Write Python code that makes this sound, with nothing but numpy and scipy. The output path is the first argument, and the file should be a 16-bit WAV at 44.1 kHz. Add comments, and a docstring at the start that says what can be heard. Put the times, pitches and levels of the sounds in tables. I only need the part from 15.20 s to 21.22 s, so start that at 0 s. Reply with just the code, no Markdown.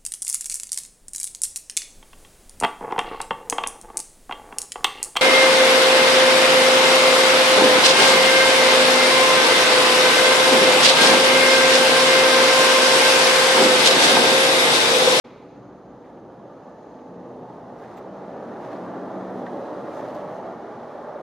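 """An open concrete parking deck. At first a bright echo dies away over a low machine hum, the murmur
of far roads and a thin, high buzz like insects. From about two seconds, vehicles passing outside
swell into engine rumble and tyre roar, rippled by the beams, with engine notes and low drones.
Faint ticks, rustles and rubs sound close to the hand-held camera, the sharpest tick just after
four seconds, where the traffic is fullest. A tyre whine follows, and tyres still rush at the end."""
import sys
import numpy as np
from scipy import signal
from scipy.fft import rfft, irfft, next_fast_len
from scipy.io import wavfile
from scipy.ndimage import uniform_filter1d, map_coordinates

SR = 44100
rng = np.random.default_rng(int(sys.argv[2]) if len(sys.argv) > 2 else 0)


def transcribe(u):
    """Save the signal u as a 16-bit wav file named by the first command-line argument.

    u: samples, shape (n,) or (channels, n), limited to [-1, 1]; the rate is SR.
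    q: integer samples, one column per channel.
    """
    v = np.clip(np.atleast_2d(u).T, -1, 1)
    q = np.round(v * 32767).astype(np.int16)
    wavfile.write(sys.argv[1], SR, q)


N = 265482
TIME = np.arange(N) / SR


def amp(db):
    """Decibels to gain."""
    return 10 ** (np.asarray(db) / 20)


def unit(x):
    """Scale to rms 1."""
    return x / np.sqrt(np.mean(x ** 2) + 1e-20)


def along(points, hz):
    """Read (freq_hz, value) points on a log axis."""
    points_hz, values = np.transpose(points)
    return np.interp(np.log(hz + 1), np.log(points_hz + 1), values)


def fader(points):
    """Join (time_s, level_db) points into one level per sample."""
    return np.interp(TIME, *np.transpose(points))


def wobble(rate):
    """A smooth random curve, rate knots a second."""
    knots = rng.standard_normal(int(N * rate / SR) + 4)
    coarse_s = np.linspace(0, N / SR, 8 * len(knots))
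    return np.interp(TIME, coarse_s, map_coordinates(knots, [coarse_s * rate]))


def swell(peak_s, width_s):
    """A bell-shaped rise and fall."""
    return np.exp(-0.5 * ((TIME - peak_s) / width_s) ** 2)


def filtered(x, response):
    """Shape x with a gain that depends on frequency."""
    size = next_fast_len(N + SR // 2)
    return irfft(rfft(x, size) * response(np.fft.rfftfreq(size, 1 / SR)), size)[..., :N]


# Stereo image, narrow lows and wide highs: freq_hz, left_right_correlation
STEREO_LIKENESS = [(60, 0.97), (125, 1), (250, 0.98), (500, .96), (1200, 0.96), (2200, 0.9), (4000, 0.83),
                   (8000, 0.23), (13000, .05)]

def diffuse(response):
    """Noise of rms 1 at two close microphones: alike in the bass, unrelated in the treble."""
    size = next_fast_len(N, real=True)
    hz = np.fft.rfftfreq(size, 1 / SR)
    points_hz, likeness = np.transpose(STEREO_LIKENESS)
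    alike = np.interp(np.log(hz + 1), np.log(points_hz), likeness)
    white = rng.standard_normal((2, 2 * len(hz))).view(complex)
    mid, side = irfft(white * response(hz) * np.sqrt([1 + alike, 1 - alike]), size)[:, :N]
    return unit(np.array([mid + side, mid - side]))


def rush(eq):
    """Diffuse noise through an EQ curve, rolling off an octave beyond each end."""
    low_hz, high_hz = eq[0][0] / 2, eq[-1][0] * 2
    skirts = lambda hz: 1 / (1 + (hz / high_hz) ** 4) / (1 + (low_hz / (hz + 1)) ** 4)
    return diffuse(lambda hz: amp(along(eq, hz)) * skirts(hz))


# Pass-bys on the road: nearest_s, to_half_power_s, rumble_db, roar_db, edge_db
PASS_BYS = [(1.15, 0.18, -60, -51.5, -67), (2.1, 0.47, -48.5, -48, -78), (2.88, 0.079, -57, -42.5, -55.5),
            (3.18, 0.14, -45, -39.5, -49), (3.71, 0.21, -45, -39.5, -44), (4.12, 0.55, -38.5, -37, -46.5),
            (4.86, 0.64, -46, -38, -43), (5.3, 0.17, -53.5, -43, -48.5), (5.96, 0.13, -52.5, -36, -42.5)]
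# Steady traffic bed behind them: rumble_db, roar_db, edge_db
TRAFFIC_BED = (-50, -62.5, -59)

def pass_levels():
    """Rumble, roar and edge in dB: each vehicle's power falls with distance squared, and all add up."""
    power = np.outer(amp(TRAFFIC_BED) ** 2, np.ones(N))
    for nearest_s, to_half_power_s, *levels_db in PASS_BYS:
        nearness = 1 / (1 + ((TIME - nearest_s) / to_half_power_s) ** 2)
        power += np.outer(amp(levels_db) ** 2, nearness)
    return 10 * np.log10(power)


# Engine rumble, tyre roar, the tyres' bright edge and fine hiss: freq_hz, gain_db
RUMBLE_EQ = [(20, -57.5), (45, -43.5), (76, -27), (105, -13), (135, -11.5), (165, -6), (218, -2), (255, -1),
             (380, -2), (445, -6), (620, -24.5), (1200, -72)]
ROAR_EQ = [(150, -42), (330, -13.5), (440, -6), (560, -2.5), (720, -5), (850, -8), (1000, -14.5),
           (1300, -36), (2500, -64.5)]
EDGE_EQ = [(500, -35), (800, 3), (980, -1.5), (1170, 0.5), (1400, -6.5), (1850, -12), (2200, -21),
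           (3200, -36), (6000, -74)]
HISS_EQ = [(1200, -14.5), (2200, -1), (3000, 1.5), (4000, 0), (4800, -4), (6600, -6), (7300, -15),
           (10000, -32)]
# The hiss builds with the traffic: time_s, level_db
HISS_FADER = [(.1, -75), (1.2, -71), (2.4, -69), (3.1, -65), (3.8, -62.5), (4.7, -61.5), (5.4, -64),
              (6.0, -64.5)]

def traffic():
    """Engines and tyres swell with each pass under a fine hiss; the upper bands flutter together."""
    rumble_db, roar_db, edge_db = pass_levels()
    flutter = wobble(14)
    rumble = amp(rumble_db) * rush(RUMBLE_EQ)
    roar = amp(roar_db + 0.25 * flutter) * rush(ROAR_EQ)
    edge = amp(edge_db + 0.5 * flutter) * rush(EDGE_EQ)
    hiss = amp(fader(HISS_FADER) + 0.26 * flutter + 0.46 * wobble(90)) * rush(HISS_EQ)
    return rumble + roar + edge + hiss


# Engine notes from the road: peak_s, half_length_s, pitch_hz, glide_hz_per_s, level_db
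ENGINE_NOTES = [(2.062, 0.18, 473, 9, -46), (2.1, 0.33, 254.7, -13.5, -53),
                (1.98, 0.089, 178.5, 0.5, -51.5), (2.26, 0.066, 180.2, 0.5, -46),
                (2.222, 0.092, 247, -11, -50), (2.565, 0.082, 246, -1.5, -48.5),
                (3.104, 0.28, 195.5, 0.5, -48), (3.27, 0.22, 233.3, 11, -48), (3.72, 0.17, 186.5, 8.5, -44),
                (4.118, 0.19, 187.7, -4, -41.5), (4.24, 0.1, 246, -10, -42), (4.85, .08, 264, -40, -42.5),
                (5.075, 0.22, 188.3, -3, -51), (5.577, 0.33, 241, -0.5, -48.5)]

def engines(waver_hz=1.697, tremble_db=2.3):
    """Engine notes rise, hold and drop away as vehicles move by, gliding and wavering in pitch."""
    out = np.zeros(N)
    for peak_s, half_length_s, pitch_hz, glide_hz_per_s, level_db in ENGINE_NOTES:
        held = 1 / (1 + ((TIME - peak_s) / half_length_s) ** 6)
        tremble = amp(tremble_db * wobble(11))
        hz = pitch_hz + glide_hz_per_s * (TIME - peak_s) + waver_hz * wobble(8)
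        out += amp(level_db) * held * unit(tremble * np.sin(2 * np.pi * np.cumsum(hz) / SR))
    return out


# Low drones and a tyre whine: peak_s, width_s, pitch_hz, bandwidth_hz, level_db
DRONES = [(0.56, 0.15, 193, 9.6, -55), (0.45, 0.21, 296, 19, -51), (0.36, 0.27, 384, 19, -51.5),
          (.43, 0.058, 122, 18, -51.5), (2.13, 0.53, 868, 31, -53.5), (3.9, 0.16, 145, 30, -52.5),
          (4.85, 0.29, 592, 50, -40), (5.2, 0.1, 660, 14, -42), (4.56, 0.18, 470, 9.2, -45.5),
          (4.3, 0.73, 311, 35, -45), (3.91, 0.38, 345, 86, -41.5)]

def drones():
    """Narrow low drones and a tyre whine swell and fade as traffic passes."""
    out = np.zeros((2, N))
    for peak_s, width_s, pitch_hz, bandwidth_hz, level_db in DRONES:
        band = diffuse(lambda hz: 1 / (1 + (2 * (hz - pitch_hz) / bandwidth_hz) ** 2))
        power = np.abs(uniform_filter1d(np.mean(band ** 2, axis=0), size=SR // 10))
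        even_band = band / np.sqrt(power + 1e-9)
        out += amp(level_db) * swell(peak_s, width_s) * even_band
    return out


def beams(x, ripple_db):
    """Reflections off pillars and beams, as a random, shifting ripple across the spectrum."""
    spectra = signal.stft(x, nperseg=2048)[2]
    ripple = rng.standard_normal(spectra.shape[1:])
    ripple = uniform_filter1d(ripple, size=2, axis=0)  # smooth over frequency
    ripple = uniform_filter1d(ripple, size=16, axis=1)  # and over time
    gain = unit(amp(ripple_db * unit(ripple)))
    return signal.istft(spectra * gain, nperseg=2048)[1][:, :N]


# Small dry ticks: start_s, level_db, pitch_hz, spread_log_ratio, t60_s
DRY_TICKS = [(0.84, -59, 1800, .35, 0.08), (.972, -62, 2200, .35, 0.065), (1.492, -69, 5470, .35, .04),
             (1.787, -62, 2870, .35, 0.052), (2.29, -66, 3830, .5, .06), (2.637, -48, 1500, .35, 0.1),
             (2.776, -52, 2700, 0.28, .04), (4.264, -38, 1730, .13, 0.07), (4.263, -51.5, 2600, .5, 0.066),
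             (4.948, -48, 5500, .3, 0.008), (4.953, -45, 3600, .25, 0.021), (4.948, -61, 13400, .25, 0.012),
             (4.9535, -56, 13000, .25, .012)]

def ticks(attack_s=0.00056):
    """Each tick is a short, softly starting noise burst spread around its own pitch."""
    out = np.zeros((2, N))
    for start_s, level_db, pitch_hz, spread, t60_s in DRY_TICKS:
        burst = diffuse(lambda hz: 1 / (1 + np.abs(np.log((hz + 1) / pitch_hz) / spread) ** 3))
        age = np.maximum(TIME - start_s, 0)
        out += amp(level_db - 60 * age / t60_s) * (1 - np.exp(-age / attack_s)) * burst
    return out


# Soft rustles: peak_s, width_s, scrape_db, brush_db
RUSTLE_STROKES = [(.87, 0.038, -63.5, -91), (2.33, .07, -68, -84), (2.606, .02, -72, -78),
                  (2.7, 0.099, -58.5, -72), (2.78, .008, -55.5, -80), (3.445, .03, -55.5, -68.5),
                  (3.538, 0.027, -51.5, -75), (3.62, 0.055, -60, -87), (4.19, 0.012, -60, -72),
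                  (4.45, 0.18, -65.5, -73), (4.77, 0.025, -62, -65), (4.88, 0.13, -53.5, -69),
                  (4.99, 0.025, -64, -82), (5.16, 0.03, -68, -68.5)]
# Thin rubs of the camera's casing: peak_s, width_s, low_squeak_db, high_squeak_db
CASING_RUBS = [(2.55, .012, -91, -86), (2.618, .013, -85, -77.5), (2.78, 0.009, -65, -66.5),
               (4.76, .03, -75, -79), (4.945, .012, -78, -75)]
# Dull scrape, bright brush and the two squeaks: freq_hz, gain_db
SCRAPE_EQ = [(800, 1.5), (1800, 9.5), (2600, -3), (4000, -5), (7000, -17), (9500, -22.5), (15000, -32)]
BRUSH_EQ = [(2000, -9), (4200, -1.5), (6600, 2.5), (7600, -10), (9300, -3), (10300, -18), (11600, -6),
            (12600, -15), (15000, -13)]
LOW_SQUEAK_EQ = [(2000, -9), (3500, -5), (5500, -10), (6500, 3), (7600, 6), (8600, -16), (11000, -24)]
HIGH_SQUEAK_EQ = [(9000, -25), (12400, -13), (13400, -1), (14400, 1), (15700, -7)]

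def handling():
    """Friction close to the microphones makes soft rustles and a few thin rubs."""
    rustles = friction(RUSTLE_STROKES, [SCRAPE_EQ, BRUSH_EQ])
    rubs = friction(CASING_RUBS, [LOW_SQUEAK_EQ, HIGH_SQUEAK_EQ])
    return rustles + rubs


def friction(strokes, eqs, grain_db=2.5):
    """Grainy swells of rubbing noise; each level column drives one EQ curve."""
    grain = unit(amp(grain_db * wobble(400)))
    envelopes = sum(np.outer(amp(dbs), swell(peak_s, width_s)) for peak_s, width_s, *dbs in strokes)
    return grain * sum(envelope * rush(eq) for envelope, eq in zip(envelopes, eqs))


# Bright reverb tail: freq_hz, gain_db
ECHO_EQ = [(500, -1), (1200, 7.5), (1700, -2), (2300, 2), (2900, -5.5), (4100, -6), (5300, -13),
           (7500, -24), (12000, -34)]

def echo(start_db=-50.5, t60_s=1.66):
    """The bright tail of an earlier noise dies away under the ceiling."""
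    return amp(start_db - 60 * TIME / t60_s) * rush(ECHO_EQ)


# Ebb and flow of the far roads: time_s, level_db
CITY_FADER = [(.1, -48), (.45, -54.5), (.8, -49.5), (1.6, -52.5), (2.3, -46.5), (3.4, -51.5), (5.3, -47),
              (6.0, -58.5)]
# Their dark tone: freq_hz, gain_db
CITY_EQ = [(20, -44), (38, -23), (47, -34), (60, -17.5), (80, -18.5), (96, -7), (106, -15), (121, 1),
           (141, -4.5), (180, -1), (300, -18.5), (510, 2), (650, -24), (1000, -41.5)]

def city():
    """The low murmur of roads farther off."""
    return amp(fader(CITY_FADER) + 0.84 * wobble(3.6)) * rush(CITY_EQ)


# Slow drift of the machine hum: time_s, level_db
HUM_FADER = [(.1, -70), (.7, -67), (1.3, -73), (2.4, -68.5), (4.2, -79), (6.0, -68)]

def hum(pitch_hz=59.3, lower_hz=53.7):
    """Far machinery throbs as two tones beat; its reflections differ at each microphone."""
    tone = lambda hz: np.sin(2 * np.pi * np.cumsum(hz + 0.24 * wobble(3.6)) / SR)
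    throb = unit(tone(pitch_hz) + amp(-6.5) * tone(lower_hz))
    reflections = amp(-12.5) * np.array([tone(pitch_hz), tone(pitch_hz)])
    return amp(fader(HUM_FADER)) * (throb + reflections)


# Swells of the high buzz: time_s, level_db
BUZZ_FADER = [(.05, -78), (.33, -76.5), (.7, -79.5), (1.2, -83), (1.65, -75), (1.95, -78.5), (2.3, -82),
              (3.2, -77), (4.6, -88), (5.2, -78), (5.9, -89)]
# Its thin, peaky tone: freq_hz, gain_db
BUZZ_EQ = [(3000, -23), (4200, -9), (5600, -16), (6250, -9), (6470, 0), (6680, -4.5), (6850, -14),
           (7050, -17.5), (9000, -40)]

def buzz():
    """A thin shimmer like insects in the trees outside, swelling and easing."""
    return amp(fader(BUZZ_FADER) + 1.2 * wobble(60)) * rush(BUZZ_EQ)


# Rise and fall of the top-end air: time_s, level_db
AIR_FADER = [(.1, -90), (1.2, -86), (2.4, -83), (3.1, -80), (3.5, -76), (4.0, -76), (4.8, -73),
             (5.4, -78.5), (6.0, -78.5)]
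# Its sheen: freq_hz, gain_db
AIR_EQ = [(3000, -34), (6000, -13), (7800, 0), (9200, 2), (10200, -2.5), (11600, -1), (12600, -6.5),
          (14500, -7.5), (15700, -18)]

def air():
    """An airy top hiss rises and falls, flickering slightly."""
    flicker_db = 0.7 * wobble(120) + 0.72 * wobble(17)
    return amp(fader(AIR_FADER) + flicker_db) * rush(AIR_EQ)


def scene():
    """Everything heard from the middle of the deck."""
    road = beams(traffic(), ripple_db=1.62) + engines() + drones() + air()
    background = city() + hum() + buzz() + beams(echo(), ripple_db=2.0)
    return road + background + handling() + ticks()


# Balance between the two microphones: freq_hz, left_minus_right_db
MIC_BALANCE = [(60, -0.5), (125, 1), (250, 0.7), (600, -1.5), (1200, -0.3), (2400, 0), (8000, 0),
               (13000, 0)]

def record(dry, self_noise_db=-88, start_s=0.041, fade_s=0.009, top_hz=15720):
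    """Two slightly unequal microphones hiss faintly; both ends fade quickly and the top is cut."""
    heard = dry + amp(self_noise_db) * rng.standard_normal((2, N))
    fade = np.clip(np.minimum(TIME - start_s, TIME[-1] - TIME) / fade_s, 0, 1)
    balance = lambda hz: amp(np.outer([0.5, -0.5], along(MIC_BALANCE, hz)))
    return filtered(heard * fade, lambda hz: balance(hz) * (hz < top_hz))


dry = scene()
out = record(dry)
transcribe(out)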